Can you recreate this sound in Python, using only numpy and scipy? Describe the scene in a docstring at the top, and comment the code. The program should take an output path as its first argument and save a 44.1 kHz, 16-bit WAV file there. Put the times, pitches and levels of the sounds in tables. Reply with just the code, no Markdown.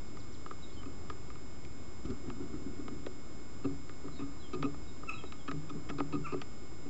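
"""Birds on a lawn at dawn.

Heard from inside a small plastic camera housing. A bird steps and pecks on or beside it, ringing its
modes: ticks and hollow thuds. A crow flaps away in puffs of air. A jackdaw calls twice and a songbird
whistles in the hedge, over low rumble, hiss and the thin whine of the electronics."""
import sys
import numpy as np
from scipy import signal
from scipy.fft import rfft, irfft
from scipy.io import wavfile
from scipy.ndimage import uniform_filter1d

SR = 44100
rng = np.random.default_rng(int(sys.argv[2]) if len(sys.argv) > 2 else 0)


def wrap_up_sound(samples):
    """Save the sound to the file named by the first command line argument, as 16-bit audio."""
    columns = np.atleast_2d(samples).T
    # keep every value between -1 and 1, then stretch to whole-number steps
    tamed = np.clip(columns, -1, 1)
    steps = np.round(tamed * 32767).astype(np.int16)
    wavfile.write(sys.argv[1], SR, steps)


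N = 303849
T = np.arange(N) / SR
CUTOFF_HZ = 8850

# footfalls: start_s, scuff_s, level_db, grip_db, weight_db
FOOTFALLS = [(0.855, 0.0035, -42.5, 0.5, -60), (3.641, 0.019, -27, -10, -41),
             (4.036, .028, -39.5, -12, -57), (4.187, 0.04, -35.5, -4.5, -44.5),
             (4.53, 0.021, -34.5, 2, -36.5), (4.634, .03, -27, -4.5, -52), (5.477, 0.015, -35, 4.5, -37),
             (5.693, 0.014, -39, 3.5, -42), (5.888, .02, -36, 4, -42.5), (5.981, 0.019, -32.5, -1, -45),
             (6.124, .036, -27.5, -5, -40), (6.317, 0.025, -32, -2.5, -47.5), (6.85, .019, -40.5, -14, -58)]
# boom, thud, knock and scratch bands of a footfall: low_hz, high_hz
STEP_BANDS = [(105, 200), (200, 830), (780, 1900), (1900, 6500)]
# beak or claw touches: start_s, level_db, hardness_db, hollow_db
TOUCHES = [(0.17, -53, 7.5, 3), (0.461, -49, 2, 5.5), (0.5096, -47, -2, 6), (0.8316, -53.5, 5, 3),
           (1.099, -41, 2, 2), (1.301, -52, 5.5, 1.5), (1.355, -53.5, 5, 1), (1.649, -51.5, 9.5, -10),
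           (2.3002, -44.5, 1.5, -1.5), (2.8802, -43.5, -1, -2), (3.064, -38, -3.5, -13.5),
           (3.893, -47.5, 3.5, -4), (4.081, -53, -7.5, 3.5), (4.6258, -36, 2, -0.5), (4.7431, -52, -4, 0.5),
           (5.032, -54, -6.5, 9), (5.2356, -46.5, -8, -4.5), (5.3217, -47, 10, -1),
           (5.5128, -38, 3.5, -2.5), (5.8996, -40, 0, -1), (6.0024, -35, -4, -0.5), (6.3401, -44, -8, -5),
           (6.416, -39.5, 7.5, -6.5)]
# thud, knock and click bands; a brief touch barely moves the lowest modes: low_hz, high_hz
TOUCH_BANDS = [(330, 860), (800, 1900), (1800, 6500)]
# modes of the hollow housing: freq_hz, level_db, t60_s
HOUSING_MODES = [(151, 4, 0.45), (244, 1.5, 0.039), (281.2, 5, 0.31), (369.2, -3, 0.26),
                 (411.4, -4.5, 0.16), (668, -22.5, 0.24), (764, -15.5, 0.094), (1225, -6, 0.24),
                 (1260, 5.5, 0.066), (1670, -8.5, 0.02), (2217, -8.5, 0.013), (2564, -3.5, 0.028),
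                 (3470, -10, 0.0071), (3840, -10, 0.017)]
# hard wing strokes at lift-off: peak_s, level_db
LAUNCH_STROKES = [(2.057, -36), (2.105, -33.5)]
# spectral shape of air off a wing: freq_hz, density_db
WING_SPECTRUM = [(30, 3), (70, -3), (150, 0), (180, -6.5), (280, 8), (335, -2), (375, 3), (450, -17),
                 (580, -20), (1000, -35), (1260, -17.5), (1600, -33), (6000, -55)]
# jackdaw calls: start_s, pitch_hz, level_db, brightness_db, crack_db, release_s
JACKDAW_CALLS = [(5.071, 1329, -42, -6.5, 9.5, 0.0057), (6.238, 1348, -41, -10, -1, .014)]
# jackdaw throat resonances: freq_hz, gain_db
THROAT_RESPONSE = [(1100, 6.5), (1320, -3.5), (2200, -14), (2450, 2.5), (2660, 1.5), (2850, -21),
                   (3900, -26), (5200, -19.5), (8000, -27.5)]
# steep sweeps opening the song: start_s, level_db
SONG_SWEEPS = [(0.056, -67), (0.181, -60), (0.317, -58)]
# down-slurs that follow: start_s, length_s, mid_pitch_hz, arch_hz (negative sags), level_db
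SONG_SLURS = [(0.620, 0.038, 3910, 220, -51.5), (0.684, .034, 3440, -120, -62),
              (0.716, .048, 4400, 221, -64), (0.758, 0.061, 3050, -130, -56.5), (4.108, .05, 4000, 0, -62),
              (4.142, 0.04, 4270, 0, -62), (4.148, 0.072, 3750, -100, -58.5),
              (4.390, 0.045, 4020, 223, -59), (4.416, 0.071, 3190, -200, -57), (4.818, .04, 4960, -1, -65),
              (4.864, 0.053, 3720, -110, -60), (5.122, .062, 3890, -2, -54), (5.174, 0.046, 3225, 0, -53),
              (5.250, 0.044, 3830, 99, -56.5), (5.375, .07, 3280, 0, -62.5)]
# low background: freq_hz, density_db
RUMBLE_SPECTRUM = [(20, -88), (40, -73), (62, -69.5), (120, -73.5), (185, -79), (290, -75), (375, -78),
                   (450, -86), (560, -88.5), (950, -92.5), (1230, -89.5), (1500, -99), (3000, -112),
                   (9000, -135)]
# broadband background: freq_hz, density_db
HISS_SPECTRUM = [(20, -102), (1500, -101), (2500, -101.5), (4000, -104), (7400, -107.5), (8200, -116),
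                 (8900, -135)]
# electronic whine: harmonic_number, rms_db
WHINE_HARMONICS = [(2, -73.5), (3, -69), (4, -95.5), (5, -78.5), (6, -85.5), (7, -67.5), (8, -83.5),
                   (9, -79.5), (10, -66.5), (12, -90)]


def steps(lead_s=.00095, weight_lag_s=.046, weight_scuff_s=.024):
    """A scuff, brighter as the claws grip, then a dull boom as the body's weight comes down."""
    out = np.zeros(N)
    for start_s, scuff_s, db, grip_db, weight_db in FOOTFALLS:
        levels_db = [db - 11, db - 2.5, db + grip_db - 9, db + grip_db - 18]
        add(out, start_s - lead_s, set_band_peaks(scuff(scuff_s), levels_db, STEP_BANDS))
        boom = set_band_peaks(scuff(weight_scuff_s), [weight_db - 1, weight_db - 4], STEP_BANDS[:2])
        add(out, start_s + weight_lag_s, boom)
    return out


def scuff(length_s, catches_per_s=1500, touch_s=.00089, settle_s=.02, sole_hz=900, claw_hz=4800):
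    """Claws slip in many tiny catches and the soft sole settles; both drive the housing."""
    t = np.arange(SR * 2 // 5) / SR
    sole_lowpass, claw_lowpass = [signal.butter(2, hz, fs=SR, output="sos") for hz in (sole_hz, claw_hz)]
    slip = np.exp(-(t / length_s) ** 4)
    catches = (rng.random(len(t)) < catches_per_s / SR) * rng.standard_normal(len(t))
    rub = .2 * rng.standard_normal(len(t))
    claws = slip * signal.sosfilt(claw_lowpass, catches + rub)
    sole = .42 * np.exp(-t / settle_s) * signal.sosfilt(sole_lowpass, rub)
    force = (claws + sole) * (1 - np.exp(-t / touch_s))
    return housing(force, ring_db=-14, damping=1.15, travel_s=.003463, echo_db=-9.5, echo_s=.0014)


def ticks(lead_s=.0006, corner_hz=1700):
    """Beak or claw hits: a falling chirp and a short ring. Harder gives more click, less thud."""
    out = np.zeros(N)
    t = np.arange(SR // 6) / SR
    force = t * np.exp(-2 * np.pi * corner_hz * t)
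    for start_s, db, hardness_db, hollow_db in TOUCHES:
        ring_db = -20 + .55 * hollow_db
        wave = housing(force, ring_db, damping=2.15, travel_s=.00296, echo_db=-8, echo_s=.004)
        levels_db = [db - 1.6 - hardness_db, db + 1.2 + hollow_db, db - 9 + .69 * hardness_db]
        add(out, start_s - lead_s, set_band_peaks(wave, levels_db, TOUCH_BANDS))
    return out


def housing(force, ring_db, damping, travel_s, echo_db, echo_s):
    """A force travels as a bending wave, treble first, echoes between the edges and rings the modes."""
    size = len(force)
    t, hz = np.arange(size) / SR, np.fft.rfftfreq(2 * size, 1 / SR)
    # each contact point weights and loads the modes differently
    variation = rng.standard_normal((len(HOUSING_MODES), 2)) * [2.5, .012]
    response = np.zeros(size)
    for (mode_hz, db, t60_s), (shift_db, detune) in zip(HOUSING_MODES, variation):
        decay = from_db(db + ring_db + shift_db - 60 * t * damping / t60_s)
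        response += decay * np.sin(2 * np.pi * mode_hz * (1 + detune) * t)
    response += from_db(echo_db) * rng.standard_normal(size) * np.exp(-t / echo_s)
    response[0] += 1  # direct path
    # wave speed grows as the root of frequency; travel_s holds near 1 kHz
    delay_s = travel_s * np.sqrt(1000 / (hz + 100))
    delay_s -= np.interp(CUTOFF_HZ, hz, delay_s)
    dispersion = np.exp(-2j * np.pi * np.cumsum(delay_s) * hz[1])
    return irfft(rfft(force, 2 * size) * rfft(response, 2 * size) * dispersion)[:size]


def wings(first_beat_s=2.284, period_s=.128, fade_db_per_s=6, rise_s=.0065, fall_s=.019,
          flutter_mid_s=2.61, flutter_half_s=.56):
    """Downstrokes puff air over feather flutter: lift-off, then even beats fading with distance."""
    beats = [(first_beat_s + t, -37.5 - fade_db_per_s * t) for t in period_s * np.arange(6)]
    puffs = sum(from_db(db) * np.exp(-np.maximum((peak_s - T) / rise_s, (T - peak_s) / fall_s))
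                for peak_s, db in list(LAUNCH_STROKES) + beats)
    flutter = from_db(-49.5) * np.exp(-np.abs((T - flutter_mid_s) / flutter_half_s) ** 10)
    air = noise(WING_SPECTRUM)
    local_rms = np.sqrt(uniform_filter1d(air ** 2, size=1500) + 1e-20)
    return (puffs + flutter) * air / local_rms


def feathers(level_db=-58, width_s=.0072):
    """Stiff feathers brush each other as the wings open."""
    brush = sum(np.exp(-((T - peak_s) / width_s) ** 2) for peak_s, _ in LAUNCH_STROKES)
    return from_db(level_db) * brush * rms_one(band(rng.standard_normal(N), 1080, 6000))


def jackdaw(attack_s=.022, release_at_s=.03, break_at_s=.0258, break_s=.0029, pitch_drop=.1094,
            crack_at_s=.024, crack_s=.0045):
    """A short call starts clear; the voice cracks, drops in pitch and turns to a rasp."""
    out = np.zeros(N)
    t = np.arange(SR // 8) / SR
    broken = .5 + .5 * np.tanh((t - break_at_s) / break_s)
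    crack = np.exp(-((t - crack_at_s) / crack_s) ** 2)
    harshness = .52 * broken
    harmonic = np.arange(1, 7)[:, None]
    for start_s, hz, db, brightness_db, crack_db, release_s in JACKDAW_CALLS:
        pitch_hz = hz * (1 - pitch_drop * broken)
        envelope = np.minimum(t / attack_s, 1) * np.exp(-np.maximum(t - release_at_s, 0) / release_s)
        jitter = 1 + .12 * harshness * drift(1491)[:len(t)]
        phase = 2 * np.pi * np.cumsum(pitch_hz * jitter) / SR
        throat_db = np.interp(harmonic * pitch_hz, *np.transpose(THROAT_RESPONSE))
        overtones_db = brightness_db + 5 * broken + .77 * crack_db * crack
        gains = from_db(throat_db + overtones_db * (harmonic > 1))
        tone = (gains * np.sin(harmonic * phase)).sum(0) / np.sqrt((gains ** 2).sum(0) / 2)
        # strong and weak cycles alternate unevenly
        rasp = 1 + .56 * harshness * drift(700)[:len(t)] * np.sin(phase / 2)
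        add(out, start_s, from_db(db + crack_db * crack) * envelope * tone * rasp)
    return out


def songbird(sweep_s=.048, sweep_mid_hz=4520, sweep_octaves_per_s=30, slur_hz_per_s=5000):
    """Falling whistles: steep sweeps, then gentle slurs with a bend."""
    out = np.zeros(N)
    for start_s, db in SONG_SWEEPS:
        t = np.arange(-sweep_s / 2, sweep_s / 2, 1 / SR)
        pitch_hz = sweep_mid_hz * 2 ** (-sweep_octaves_per_s * t)
        add(out, start_s, from_db(db) * whistle(pitch_hz, waver=.03))
    for start_s, length_s, mid_hz, arch_hz, db in SONG_SLURS:
        t = np.arange(-length_s / 2, length_s / 2, 1 / SR)
        pitch_hz = mid_hz - slur_hz_per_s * t - arch_hz * (2 * t / length_s) ** 2
        add(out, start_s, from_db(db) * whistle(pitch_hz, waver=.011))
    return out


def whistle(pitch_hz, waver):
    """One nearly pure note that swells and fades."""
    wobble = 1 + waver * drift(300)[:len(pitch_hz)]
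    envelope = np.sin(np.linspace(0, np.pi, len(pitch_hz)))
    return envelope * np.sin(2 * np.pi * np.cumsum(pitch_hz * wobble) / SR)


def garden(call, wet_db, t60_s, onset_s):
    """Hedges and trees scatter a call into a short diffuse tail."""
    t = np.arange(SR * 3 // 5) / SR
    scatter = rng.standard_normal(len(t)) * from_db(-60 * t / t60_s) * (1 - np.exp(-(t / onset_s) ** 2))
    return call + from_db(wet_db) * signal.fftconvolve(call, scatter / np.linalg.norm(scatter))[:N]


def rumble(wander_db=.5):
    """Low noise with a slightly wandering level."""
    return noise(RUMBLE_SPECTRUM) * from_db(wander_db * drift(3.9))


def whine(fundamental_hz=727.27):
    """Steady harmonics from the electronics."""
    return sum(np.sqrt(2) * from_db(db) * np.sin(2 * np.pi * (k * fundamental_hz * T + rng.random()))
               for k, db in WHINE_HARMONICS)


def set_band_peaks(wave, levels_db, bands):
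    """Split into bands, set the peak short-term rms of each, and sum."""
    parts = [band(wave, low_hz, high_hz) for low_hz, high_hz in bands]
    peaks = [np.sqrt(uniform_filter1d(part ** 2, size=256, mode="constant").max()) for part in parts]
    return sum(from_db(db) * part / peak for db, part, peak in zip(levels_db, parts, peaks))


def band(x, low_hz, high_hz):
    """Steep causal band-pass."""
    sos = signal.butter(2, [low_hz, high_hz], "band", fs=SR, output="sos")
    return signal.sosfilt(sos, signal.sosfilt(sos, x))


def noise(spectrum):
    """Noise with the given power per Hz, in dB."""
    hz, db = np.transpose(spectrum)
    density_db = np.interp(np.log(np.fft.rfftfreq(N, 1 / SR) + 1), np.log(hz), db)
    return irfft(rfft(rng.standard_normal(N)) * from_db(density_db), N) * np.sqrt(SR / 2)


def drift(rate_hz):
    """Random wander, unit rms."""
    knots = rng.standard_normal(N // 4)
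    return rms_one(np.interp(T * rate_hz, np.arange(len(knots)), knots))


def from_db(db):
    """Decibels to gain."""
    return 10 ** (np.asarray(db) / 20)


def rms_one(x):
    """Scale to unit rms."""
    return x / np.sqrt(np.mean(x ** 2) + 1e-20)


def add(out, start_s, sound):
    """Mix a sound in at start_s."""
    i = max(int(start_s * SR), 0)
    out[i:i + len(sound)] += sound[:max(N - i, 0)]


def scene():
    """Background, far calls, near contacts and wings; mono."""
    low = rumble()
    calls = garden(jackdaw(), wet_db=-2.5, t60_s=.36, onset_s=.011)
    song = garden(songbird(), wet_db=-6.5, t60_s=.42, onset_s=.014)
    background = low + noise(HISS_SPECTRUM) + whine()
    return (background + calls + song + ticks() + steps() + wings() + feathers())[None]


def record(dry):
    """Converter: steep low-pass and a small negative offset."""
    lowpass = signal.ellip(12, .1, 80, CUTOFF_HZ, fs=SR, output="sos")
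    return signal.sosfilt(lowpass, dry) - .0211


dry = scene()
out = record(dry)
wrap_up_sound(out)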